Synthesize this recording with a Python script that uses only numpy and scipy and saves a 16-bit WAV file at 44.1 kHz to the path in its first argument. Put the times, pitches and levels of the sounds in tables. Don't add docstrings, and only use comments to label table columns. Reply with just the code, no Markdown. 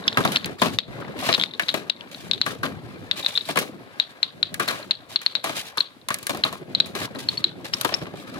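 import sys
import numpy as np
from scipy import signal
from scipy.fft import rfft, irfft, next_fast_len
from scipy.io import wavfile
from scipy.ndimage import uniform_filter1d, minimum_filter1d, map_coordinates

SR = 44100
rng = np.random.default_rng(int(sys.argv[2]) if len(sys.argv) > 2 else 0)


def output_pcm(signal):
    pcm = np.clip(np.atleast_2d(signal).T, -1, 1) * 32767
    wavfile.write(sys.argv[1], SR, np.round(pcm).astype(np.int16))


N = 369999

# (t/s, ring level/dB, ring f/Hz, snap level/dB re the ring
# before a common trim, ring half-width/ms before shaping, snap treble/dB, applied in part)
CLACK_EVENTS = [(0.041, -27, 3850, -8, 0.82, -2), (0.0799, -5, 5160, 0.5, 0.27, 1),
                (0.0818, -0.5, 3430, -7, 0.43, -7), (0.129, -18.5, 3840, 1, 0.44, -3),
                (0.147, -26, 3600, -8, .8, -2), (0.243, -21, 3600, 1, 1.5, 0),
                (0.2778, -19.5, 4040, 4.5, 0.54, 0), (0.359, -9, 4020, -6, 0.66, 3),
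                (0.3615, 4, 3270, -2.5, 0.34, 15), (0.371, -5, 4260, 2, 0.66, 0),
                (0.447, -15.5, 4280, 9.5, 0.68, -2), (0.7885, 0.5, 3800, 1.5, 0.5, 7),
                (1.329, -3, 4100, 1.5, 0.45, 3), (1.3403, -5, 3800, 2, 0.42, 6),
                (1.3448, -5, 4040, -4, .42, 2), (1.3487, -2.5, 3930, 1, 0.44, 7),
                (1.352, -5, 3870, -4, .6, 0), (1.3988, -6, 3500, -5, 0.5, 0),
                (1.4139, -4, 3555, -5, 0.5, 11), (1.4246, -8.5, 3600, -7, .6, 5),
                (1.438, -4.5, 3930, 2, 0.36, -6), (1.4614, -21, 3644, -1, .7, 0),
                (1.512, -24, 3730, -9, .7, -2), (1.5385, -20.5, 3820, -7, .6, -10),
                (1.551, -27, 3950, -9, .7, -2), (1.636, -26, 3900, 4, 1.0, -6),
                (1.686, -13, 3820, 0, 0.51, 0), (1.689, -14, 4100, -8, 0.51, -3),
                (1.6921, -6, 3880, -1.5, .6, -2), (1.696, -16, 4000, -5, .5, -3),
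                (1.703, -16.5, 4100, -1, 0.8, -2), (1.8985, -13, 3030, -1, 0.42, 0),
                (1.9007, -4.5, 3950, 2.5, 0.7, -3), (1.965, -28.5, 3850, -13, 0.52, 0),
                (2.01, -22.5, 2960, -5, 0.4, 1), (2.1477, -23.5, 3900, -0.5, 0.43, 1),
                (2.314, 2.5, 3860, -3.5, 0.5, 0), (2.336, -4, 3800, -4, 0.76, 6),
                (2.38, -21, 3727, 1, 0.55, -7), (2.4163, -1, 4100, -3.5, 0.65, 0),
                (3.114, -4.5, 3850, -3, 0.5, 0), (3.2305, -22, 3800, -4, 1.2, -2),
                (3.248, -12, 3820, -11, 0.51, 0), (3.2643, -4.5, 3870, -4.5, 0.72, -5),
                (3.355, -12.5, 3700, -20, .8, 0), (3.362, -11, 3740, -23, .8, 0),
                (3.3769, -4, 3950, -6, 0.57, -11), (3.411, -18, 3800, -8, 1, -2),
                (3.455, -28, 3920, -8, 0.82, -2), (4.001, 0, 3900, -5, 0.75, -4),
                (4.2315, -1, 4000, -4.5, 0.6, 0), (4.4305, -3, 3970, -4, 0.7, -6),
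                (4.6876, -12.5, 4150, 3, 0.67, -6), (4.83, -30, 4170, -2, 1.1, -2),
                (4.911, 1.5, 4020, -8, 0.67, 15), (4.953, -23.5, 4220, -12, .8, -3),
                (5.1608, 2.5, 4210, -9, 0.7, -4), (5.2641, 1.5, 4200, -6, 0.69, -4),
                (5.3538, -3, 3980, -0.5, 0.61, -8), (5.362, -14, 4000, -6, 0.93, -14),
                (5.7828, -8.5, 4030, -1, 0.59, 4), (5.787, -18, 4330, -8, 0.98, -3),
                (5.8071, 2, 4130, -10.5, 0.66, 2), (6.016, -39.5, 3900, -3, 0.6, 0),
                (6.44, -3.5, 4080, -1.5, 0.97, -16), (6.751, -4, 4090, -9, 0.75, 0),
                (6.804, -1.5, 3980, -2.5, 0.99, -6), (7.159, -28, 4000, -12, 0.83, 0),
                (7.2892, -5.5, 4260, -8, 0.96, 15), (7.379, -15, 4380, -3.5, 2.2, -10),
                (7.4439, -3.5, 4040, -5.5, 1, -4), (7.7375, -12.5, 3570, 5.5, 0.38, 19),
                (7.7401, -8.5, 5380, -8, 0.71, 5), (7.9419, -7.5, 5370, 0, 0.47, 10),
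                (7.946, -9, 5450, -12, .75, 0)]


def amp(db):
    return 10 ** (np.asarray(db) / 20)


def unit(x):
    return x / np.sqrt(np.mean(x ** 2) + 1e-20)


def along(points, hz):
    f, v = np.transpose(points)
    return np.interp(np.log(hz + 1), np.log(f + 1), v)


def wobble(rate):
    knots = rng.standard_normal(int(N * rate / SR) + 4)
    return map_coordinates(knots, [np.arange(N) * rate / SR])


def controls(rows):
    s, *columns = np.transpose(rows)
    return [np.interp(np.arange(N) / SR, s, c) for c in columns]


def filtered(x, response):
    m = next_fast_len(x.shape[-1] + SR // 8)
    spectrum = rfft(x, m) * response(np.fft.rfftfreq(m, 1 / SR))
    return irfft(spectrum, m)[..., :x.shape[-1]]


def add(track, s, sound):
    start = max(round(s * SR), 0)
    part = track[:, start:start + sound.shape[1]]
    part += sound[:, :part.shape[1]]


def panned(db):
    return unit(amp([[db / 2], [-db / 2]]))


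def steady(x, span_s):
    power = uniform_filter1d(np.mean(x ** 2, axis=0), max(int(span_s * SR), 2))
    return unit(x / np.sqrt(np.abs(power) + 1e-20))


def pulse(spectrum, size=512):
    cepstrum = irfft(np.log(amp(along(spectrum, np.fft.rfftfreq(size, 1 / SR)))))
    cepstrum[1:size // 2] *= 2
    cepstrum[size // 2:] = 0
    shape = irfft(np.exp(rfft(cepstrum)))
    return shape / np.abs(shape).max()


def air():
    # (f/Hz, level/dB per Hz)
    air_spectrum = [(25, 0), (60, 5), (150, 9), (500, 1.5), (1500, 0.5), (4000, -2), (6000, -12.5),
                    (12000, -12), (16000, -23)]
    noise = rng.standard_normal((2, N))
    return amp(-57) * unit(filtered(noise, lambda hz: amp(along(air_spectrum, hz))))


def yard(early_t60=0.031, late_t60=0.24, late_db=-10):
    # (f/Hz, level/dB per Hz)
    yard_spectrum = [(300, -23), (1000, -11.5), (2000, -11), (3000, -5), (3400, 3), (3800, 5), (4250, 2.5),
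                     (4800, -10.5), (5500, -23), (7000, -28), (16000, -44)]
    t = np.arange(SR // 3) / SR
    fall = amp(-60 * t / early_t60) ** 2 + amp(late_db - 60 * t / late_t60) ** 2
    fall = fall * (1 - np.exp(-t / 0.00071))
    power = np.zeros((2, N))
    for s, db, hz, _, width_ms, _ in CLACK_EVENTS:
        add(power, s, width_ms * amp(db + .5 * along(yard_spectrum, hz)) ** 2 * fall[None])
    noise = filtered(rng.standard_normal((2, N)), lambda hz: amp(along(yard_spectrum, hz)))
    return np.sqrt(power) * unit(noise * amp(2.1 * wobble(250) + 2.4 * wobble(70)))


def friction():
    # (t/s, boom level/dB, rumble level/dB, grind level/dB)
    rolling_levels = [(0, -54, -39.5, -37.5), (0.47, -42, -32, -32.5), (0.58, -50, -46.5, -50.5),
                      (0.7, -38, -37, -53), (0.85, -47, -42.5, -51), (0.93, -41, -41, -39.5),
                      (1.05, -40, -35.5, -41), (1.17, -48, -37, -38), (1.3, -47, -36.5, -32.5),
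                      (1.52, -57, -47, -47.5), (2.12, -58.5, -47, -46), (2.22, -46.5, -44.5, -48.5),
                      (2.35, -43, -37, -43), (2.58, -44, -45.5, -51), (2.75, -41.5, -41.5, -45.5),
                      (3.08, -47, -46, -45), (3.16, -54, -46, -41), (3.42, -56, -50, -51),
                      (3.7, -49.5, -41.5, -51.5), (3.95, -58, -50.5, -44), (4.15, -67, -56.5, -47.5),
                      (4.45, -50.5, -46.5, -50.5), (4.7, -52, -40, -49), (5.0, -55.5, -51.5, -49),
                      (5.35, -62, -52, -45.5), (5.55, -51, -56, -48), (5.8, -69, -62, -46.5),
                      (6.03, -63, -55, -61), (6.35, -50.5, -48, -39), (6.65, -51, -41, -50),
                      (7.1, -45, -40, -42.5), (7.3, -46.5, -43, -47.5), (7.6, -50.5, -41.5, -48),
                      (8.0, -48, -46, -48), (8.39, -48.5, -38, -39.5)]
    # (t/s, length/s, hiss level/dB, grind level/dB re the hiss)
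    skid_events = [(0.167, 0.26, -43, -4), (0.583, 0.15, -43.5, 3.5), (1.002, 0.046, -57.5, 21.5),
                   (1.187, 0.14, -39.5, 8.5), (1.26, 0.18, -45, -3), (1.603, 0.19, -52, -1),
                   (2.113, 0.095, -48, 2), (2.243, 0.26, -54.5, -8), (2.45, 0.07, -44, -7),
                   (3.163, 0.14, -44, 5), (3.28, 0.11, -42, -2.5), (3.453, 0.2, -46, -1),
                   (4.594, 0.23, -42.5, 10.5), (5.087, 0.057, -50.5, 3), (5.215, 0.11, -54, 6),
                   (5.431, 0.25, -45.5, 0), (5.556, 0.017, -42.5, 0.5), (6.293, 0.18, -66, 6),
                   (6.949, .11, -43, 8.5), (7.185, 0.018, -39.5, -4), (7.283, 0.12, -52.5, 7.5),
                   (7.643, 0.017, -42.5, 6), (7.729, 0.25, -47, 8.5), (8.153, 0.19, -52.5, -4)]
    attack_s, sag_db_per_s, release_db_per_s = 0.002, 20.5, 243
    roll_hiss_db = -19.5
    boom_db, rumble_db, grind_db = controls(rolling_levels)
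    t = np.arange(SR // 2) / SR
    skidding = np.zeros((2, N))
    for s, length, db, grinding_db in skid_events:
        fall_db = sag_db_per_s * t + release_db_per_s * np.maximum(t - length, 0)
        envelope = amp(db - fall_db) * (1 - np.exp(-t / attack_s))
        add(skidding, s, amp([[grinding_db], [0]]) * envelope)
    grind_gain = np.hypot(amp(grind_db), skidding[0])
    hiss_gain = np.hypot(amp(grind_db + roll_hiss_db), skidding[1])
    return amp(boom_db), amp(rumble_db), grind_gain, hiss_gain


def jolts(strength, rate, pitch_hz, spread, cycles, size_db):
    when, pitch, size, side = rng.random((int(rate * N / SR), 4)).T
    pitches = pitch_hz * spread ** (2 * pitch - 1)
    levels_db = size_db * (size ** 3 - 1)
    t = np.arange(SR // 25) / SR
    out = np.zeros((2, N))
    for at, hz, db, pan_db in zip(when * N / SR, pitches, levels_db, 6 * side):
        age = t * hz / cycles
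        swell = age * np.exp(1 - age)
        gain = strength[int(at * SR)] * amp(db) * panned(pan_db)
        add(out, at, gain * swell * np.sin(2 * np.pi * hz * t))
    return out


def plastic(spectrum, grain_db, grain_rate, lead_ms, patchy_db=3.0):
    # (f/Hz, width/Hz, lift/dB)
    resonances = [(159, 7.8, 2), (269, 32, 2), (367, 69, 2.5), (570, 130, 3), (740, 52, 0), (1060, 39, 3),
                  (1194, 62, 0.5), (1635, 215, 5), (2390, 28, 7.5), (4060, 98, 1.5), (5340, 62, 0.5),
                  (11500, 460, 2)]
    # (f/Hz, likeness/0-1)
    likeness = [(40, 0.19), (200, 0.41), (600, 0.48), (1500, 1), (4000, 0.169), (12000, 0.15)]
    drive = rng.standard_normal((2, N)) * amp(grain_db * wobble(grain_rate))
    hz, _, z = signal.stft(drive, SR, nperseg=1024)
    field = uniform_filter1d(rng.standard_normal(z.shape[1:]), 3, 0)
    field = unit(uniform_filter1d(field, 5, 1))
    patches = amp(patchy_db * field / (1 + hz[:, None] / 9000))
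    drive = signal.istft(z * patches, SR, nperseg=1024)[1][:, :N]

    def response(hz):
        lift = sum(db / (1 + (2 * (hz - centre) / width) ** 2) for centre, width, db in resonances)
        turn = np.arccos(np.clip(along(likeness, hz), -1, 1)) / 2
        return amp(along(spectrum, hz) + lift) * np.array([np.cos(turn), np.sin(turn)])

    mid, side = filtered(drive, response)
    right = filtered(mid - side, lambda hz: np.exp(-2j * np.pi * hz * lead_ms / 1000))
    return unit(np.array([mid + side, right]))


def rolling():
    # (f/Hz, level/dB per Hz)
    boom_spectrum = [(20, -38), (40, -16), (65, -12.5), (90, -1.5), (115, 1.5), (150, -2), (250, -18),
                     (1000, -80)]
    rumble_spectrum = [(20, -60), (90, -28), (140, -1.5), (200, 2), (300, -0.5), (500, -8), (700, -10.5),
                       (1200, -36), (3000, -63)]
    grind_spectrum = [(200, -40), (450, 0.5), (650, -2.5), (900, -3), (1150, -0.5), (1500, -3.5),
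                      (2100, -4), (3000, -11), (4000, -12), (5000, -19), (8000, -59), (16000, -82)]
    hiss_spectrum = [(800, -14), (2500, 6.5), (4000, 8), (5500, 1.5), (7000, -1), (9000, -4), (10800, -3),
                     (13000, -8), (15500, -10.5), (17000, -28)]
    boom_gain, rumble_gain, grind_gain, hiss_gain = friction()
    bumps = wobble(35)
    boom = steady(plastic(boom_spectrum, grain_db=3.0, grain_rate=50, lead_ms=.02), span_s=0.14)
    boom = boom_gain * amp(1.8 * bumps + .5) * boom
    rumble = steady(plastic(rumble_spectrum, grain_db=3.5, grain_rate=70, lead_ms=0.0206), span_s=0.092)
    rumble = rumble_gain * amp(1.74 * bumps + 0.55) * rumble
    grind = plastic(grind_spectrum, grain_db=2.5, grain_rate=200, lead_ms=0.22)
    grind = grind_gain * amp(1.43 * bumps - 2.3) * grind
    hiss = plastic(hiss_spectrum, grain_db=2.5, grain_rate=230, lead_ms=0.1)
    hiss = hiss_gain * amp(3.7 * bumps + 6.0) * hiss
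    return (boom + rumble) * panned(0.68) + grind * panned(4.6) + hiss * panned(0.75)


def blows(vibration, part, hold_s, steady_s, t60, rattle_t60, attack, mode_db, mode_width,
          rattle_mode_db, hop_db, contact_hz=10700):
    # (t/s, wall level/dB, thud level/dB re wall,
    # crack level/dB re wall, rattle level/dB re blow, length re a usual blow, flexing f/Hz, wall f/Hz, L-R/dB)
    knock_events = [(0.1721, -12, -6.5, -15, -20, 0.64, 300, 1610, 0.5),
                    (0.181, -21, 4, -15, -16, 1.26, 101, 1140, 1.5),
                    (0.206, -22.5, 4, -16, -14.5, 0.61, 260, 1150, 2),
                    (0.2503, -17, 0.5, -12, -15.5, 1.05, 125, 1050, 2),
                    (0.283, -35.5, 10.5, -13, -18, 1.1, 105, 1100, 1.5),
                    (0.319, -31, -23, -3, -2.5, 1.1, 201, 3070, 1),
                    (0.4581, -32, -14, 3, -38, 0.94, 261, 2230, 3),
                    (0.6174, -14.5, -2, -14.5, -7.5, 1.36, 257, 930, 5),
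                    (0.657, -22.5, -5, -13, -18, 1.4, 300, 800, 6),
                    (0.975, -47.5, 12, -25, -14, 1.2, 140, 900, 5),
                    (1.08, -43, 7, -27, -14, 1.3, 120, 900, 7),
                    (1.2896, -15.5, -1, -21, -12, 0.77, 516, 710, 4),
                    (1.313, -27.5, 3, -11, -12, 0.7, 400, 900, 3),
                    (1.378, -25.5, 1.5, -10, -4.5, 0.69, 226, 960, 5),
                    (1.596, -14.5, -22, -16, -17, 0.67, 318, 1920, 5),
                    (1.622, -29, -6, -8, -19, 0.61, 318, 1500, 5),
                    (1.741, -19.5, -2.5, -13, -8, 0.96, 447, 610, 5.5),
                    (2.4625, -20.5, -3.5, -12.5, -6.5, 1.55, 245, 1490, 5.5),
                    (2.631, -23.5, -2, -15.5, -2.5, 1.8, 171.5, 1370, 3.5),
                    (3.488, -25, -2, -12.5, -13, 1.95, 330, 746, 3.5),
                    (3.5576, -23, -2, -12, -6.5, 1.26, 473, 1000, 5),
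                    (3.572, -17, -2, -8, -11, 1.1, 455, 2350, 3),
                    (3.588, -26.5, -9, 2, -13, 1, 300, 2300, 0),
                    (3.626, -31.5, -7, -16, -18, 1.1, 300, 900, 13),
                    (4.542, -30.5, -28, 1.5, -25, 1, 167, 2040, 3),
                    (4.5972, -19.5, -7.5, -10.5, -29, 1.9, 382, 1390, 6.5),
                    (4.6771, -29.5, -16, -12, 6.5, 1.5, 430, 1510, 4),
                    (5.2148, -33, -23, -5.5, -6, 1, 200, 2370, 0),
                    (5.441, -23.5, -8.5, -8, -7, 1.1, 380, 840, 3.5),
                    (5.459, -29, -5, -19, -4.5, 0.52, 350, 700, 1),
                    (5.471, -29, -7, -13, -7, 0.51, 300, 1100, 5),
                    (5.494, -29.5, -8, -13.5, -2, 1, 296, 806, 2),
                    (5.567, -33.5, -5.5, 0, -12.5, 0.71, 350, 700, 1),
                    (5.773, -23.5, -10, -10.5, -8.5, 0.96, 477, 1200, 1),
                    (6.0859, -26.5, -26, 1.5, -29, 1, 298, 1750, 1),
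                    (6.1043, -20, -8, -11.5, -11.5, 0.87, 190, 1630, 2),
                    (6.1421, -31.5, -24, 8, -26, 0.97, 162, 1960, -0.5),
                    (6.186, -44, -30, 5, -13, 1.1, 210, 2300, -1),
                    (6.2286, -45.5, -35, 7.5, -15.5, 1, 172, 2300, 2),
                    (6.2677, -28, -30, 4.5, -23.5, 0.93, 403, 1900, 5),
                    (6.2942, -23.5, -1, -6.5, -9.5, 1.17, 292, 714, 2.5),
                    (6.3473, -30.5, 4.5, -8, -12.5, 0.74, 186, 900, 2),
                    (6.372, -35.5, -4, -2, -20, .7, 250, 1100, 1),
                    (6.449, -24, -5.5, -13, -6.5, 1.1, 277, 1030, 2),
                    (6.5266, -29, -8, -8.5, -10.5, 0.8, 380, 1060, 3),
                    (6.8588, -40, -31, -2.5, -6, 1.3, 200, 2300, 0),
                    (6.952, -29, -1, -7, -6, 0.8, 358, 1290, 4),
                    (7.016, -27.5, -4.5, -14, -14, 0.78, 345, 1330, 1),
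                    (7.148, -37, 6, -17, -3.5, 1.25, 197, 1290, 5),
                    (7.8116, -31, -30, 9.5, -30, 0.92, 479, 1310, 8),
                    (7.8476, -17.5, -4.5, -6.5, -17, 1.2, 440, 860, 7),
                    (7.891, -26.5, -11, -11, -14, .8, 400, 804, 6),
                    (7.922, -31.5, -4, -20, -0.5, 1.5, 400, 710, 0.5),
                    (8.014, -38, 9.5, -26, -12, 1.3, 456, 745, -1),
                    (8.056, -36, -9, -26, -13, 0.3, 397, 2190, 5),
                    (8.067, -37, 1, -20, -14, 0.86, 420, 890, 2),
                    (8.138, -39.5, 13, -21, -21, 0.56, 423, 650, -1)]
    t = np.arange(SR // 3) / SR
    out = np.zeros((2, N))
    for s, wall_db, thud_db, crack_db, rattle_db, length, flex_hz, wall_hz, pan_db in knock_events:
        choices = {"thud": (thud_db, flex_hz), "knock": (0, wall_hz), "crack": (crack_db, contact_hz)}
        part_db, centre = choices[part]

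        def ring(start, lift_db):
            mode = lambda hz: 1 / (1 + ((hz / centre - 1) / mode_width) ** 2)
            return unit(filtered(vibration[:, start:start + len(t)], lambda hz: amp(lift_db * mode(hz))))

        first, second = rng.integers(N - len(t), size=2)
        fall = amp(-60 * np.maximum(t / length - hold_s, 0) / t60)
        blow = unit(fall * steady(ring(first, mode_db), steady_s)) * np.sqrt(np.mean(fall ** 2))
        rattle = amp(rattle_db - 60 * t / rattle_t60) * steady(ring(second, rattle_mode_db), 4 * steady_s)
        hops = unit(amp(hop_db * np.interp(t * 160, np.arange(200), rng.standard_normal(200))))
        onset = 1 - np.exp(-t / (attack * length))
        add(out, s, amp(wall_db + part_db) * panned(pan_db) * onset * (blow + hops * rattle))
    return out


def knocks():
    # (f/Hz, level/dB per Hz)
    thud_spectrum = [(25, -30), (60, -41), (110, -7.5), (160, 3), (260, 1.5), (500, -2), (700, -6),
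                     (1200, -14.5), (3000, -75)]
    knock_spectrum = [(200, -59), (450, -13.5), (650, -3.5), (900, -10), (1150, 0), (1450, -6.5),
                      (2000, -4), (2800, -5), (4000, -7.5), (5200, -16.5), (8000, -29), (16000, -77)]
    crack_spectrum = [(800, -37), (2500, -1.5), (4000, 4.5), (5400, -3), (6500, -1), (8000, -3.5),
                      (9300, -1.5), (10600, -2), (13000, -7.5), (15500, -9.5), (17000, -27)]
    low = blows(plastic(thud_spectrum, grain_db=3.5, grain_rate=66, lead_ms=0.049), "thud",
                hold_s=0.0049, steady_s=.01, t60=0.059, rattle_t60=0.4, attack=0.0052,
                mode_db=8, mode_width=0.27, rattle_mode_db=5, hop_db=3.0)
    body = blows(plastic(knock_spectrum, grain_db=2.5, grain_rate=230, lead_ms=0.19), "knock",
                 hold_s=0.0023, steady_s=0.00376, t60=0.058, rattle_t60=0.26, attack=0.00057,
                 mode_db=12.5, mode_width=0.33, rattle_mode_db=6.5, hop_db=3.0)
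    top = blows(plastic(crack_spectrum, grain_db=-0.5, grain_rate=570, lead_ms=0.168), "crack",
                hold_s=0.00017, steady_s=0.00335, t60=0.022, rattle_t60=0.23, attack=0.00016,
                mode_db=9.5, mode_width=1.0, rattle_mode_db=-5.0, hop_db=3.5)
    return amp(2.13) * low + amp(2.5) * body + amp(7.5) * top


def clacks(lead_widths=2.644, snap_db=2.0, port_delay=0.00024, rise=0.87, linger=0.87,
           spray_db=-20, spray_t60=0.013, glide=0.016):
    # (f/Hz, level/dB)
    snap_spectrum = [(100, -56), (500, -7), (1000, -2), (1600, 7), (2600, 8.5), (3800, 9.5), (4900, 5),
                     (6200, -7), (10000, -22.5), (13000, -18.5), (17000, -84)]
    # (delay t/s, level/dB)
    returns = [(.0038, -8.5), (.0072, -20.5), (0.048, -32)]
    # (t/s, L-R/dB)
    queue_side = [(0.1, -1), (0.8, 6), (2.4, 6.5), (4.4, 6), (5.8, 6), (6.5, 3.5), (7.45, 2), (7.75, 8.5)]
    stray_db, stray_latest_s, stray_fall_db_per_s = -27, .075, 120
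    before = .008
    out = np.zeros((2, N))
    t = np.arange(SR // 10) / SR
    u = np.array([t, t - port_delay]) - before

    def swell(x):
        return np.where(x < 0, np.exp(-.5 * (x / rise) ** 2), 1 / np.cosh(np.clip(x / linger, 0, 20)))

    for s, db, hz, contact_db, width_ms, treble_db in CLACK_EVENTS:
        width = width_ms / 1000
        phase = 2 * np.pi * rng.random()
        chance = rng.standard_normal((len(returns), 4))

        def packet(v):
            bent = v - glide * np.hypot(v, 2 * width)
            return swell(v / width) * np.sin(phase + 2 * np.pi * hz * bent)

        ring = packet(u)
        for (delay, echo_db), (late, strength, left, right) in zip(returns, chance):
            arrival = delay + 0.000385 * late + 0.00022 * np.array([[left], [right]])
            ring = ring + amp(echo_db + strength) * packet(u - arrival)
        for when, strength in zip(stray_latest_s * rng.random(size=5), rng.standard_normal(size=5)):
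            stray_gain = amp(stray_db - stray_fall_db_per_s * when + 2.1 * strength)
            ring = ring + stray_gain * packet(u - when)
        gain = amp(db) * panned(np.interp(s, *np.transpose(queue_side)))
        add(out, s - before, gain * ring)

        tilt = [(4000, 0.41), (7500, 0.59)]  # (f/Hz, share of the treble setting)
        shape = pulse([(f, level + treble_db * along(tilt, f)) for f, level in snap_spectrum])
        spray = amp(spray_db - 60 * t / spray_t60) * rng.standard_normal((2, len(t)))
        spray[0, 0] = spray[1, round(port_delay * SR)] = 1
        snap = signal.fftconvolve(spray, shape[None], axes=1)
        add(out, s - lead_widths * width, gain * amp(contact_db + snap_db) * snap)
    return out


def scene():
    grind_gain, hiss_gain = friction()[2:]
    bumps = jolts(grind_gain, rate=150, pitch_hz=1085, spread=2.05, cycles=1.42, size_db=18.5)
    ticks = jolts(hiss_gain, rate=73, pitch_hz=3750, spread=1.05, cycles=2.24, size_db=19.0)
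    grit = jolts(hiss_gain, rate=32, pitch_hz=7500, spread=1.7, cycles=.7, size_db=12.0)
    contacts = amp(6.0) * bumps + amp(18.5) * ticks + amp(10) * grit
    echo = amp(-18.0) * panned(2.7) * yard()
    return clacks() + echo + knocks() + rolling() + contacts + air()


def limiter(x, ceiling=0.96, hold_s=0.0928, ahead_s=0.0019):
    need = np.minimum(1, ceiling / (np.abs(x).max(0) + 1e-9))
    hold, ahead = int(hold_s * SR), int(ahead_s * SR)
    held = minimum_filter1d(need, hold, origin=hold // 2 - ahead)
    return x * uniform_filter1d(held, ahead)


def record(dry, low_cut_hz=55, top_hz=16300):
    thinned = signal.sosfilt(signal.butter(2, low_cut_hz, "highpass", fs=SR, output="sos"), dry)
    return filtered(limiter(thinned), lambda hz: 1 / (1 + (hz / top_hz) ** 120))


dry = scene()
out = record(dry)
output_pcm(out)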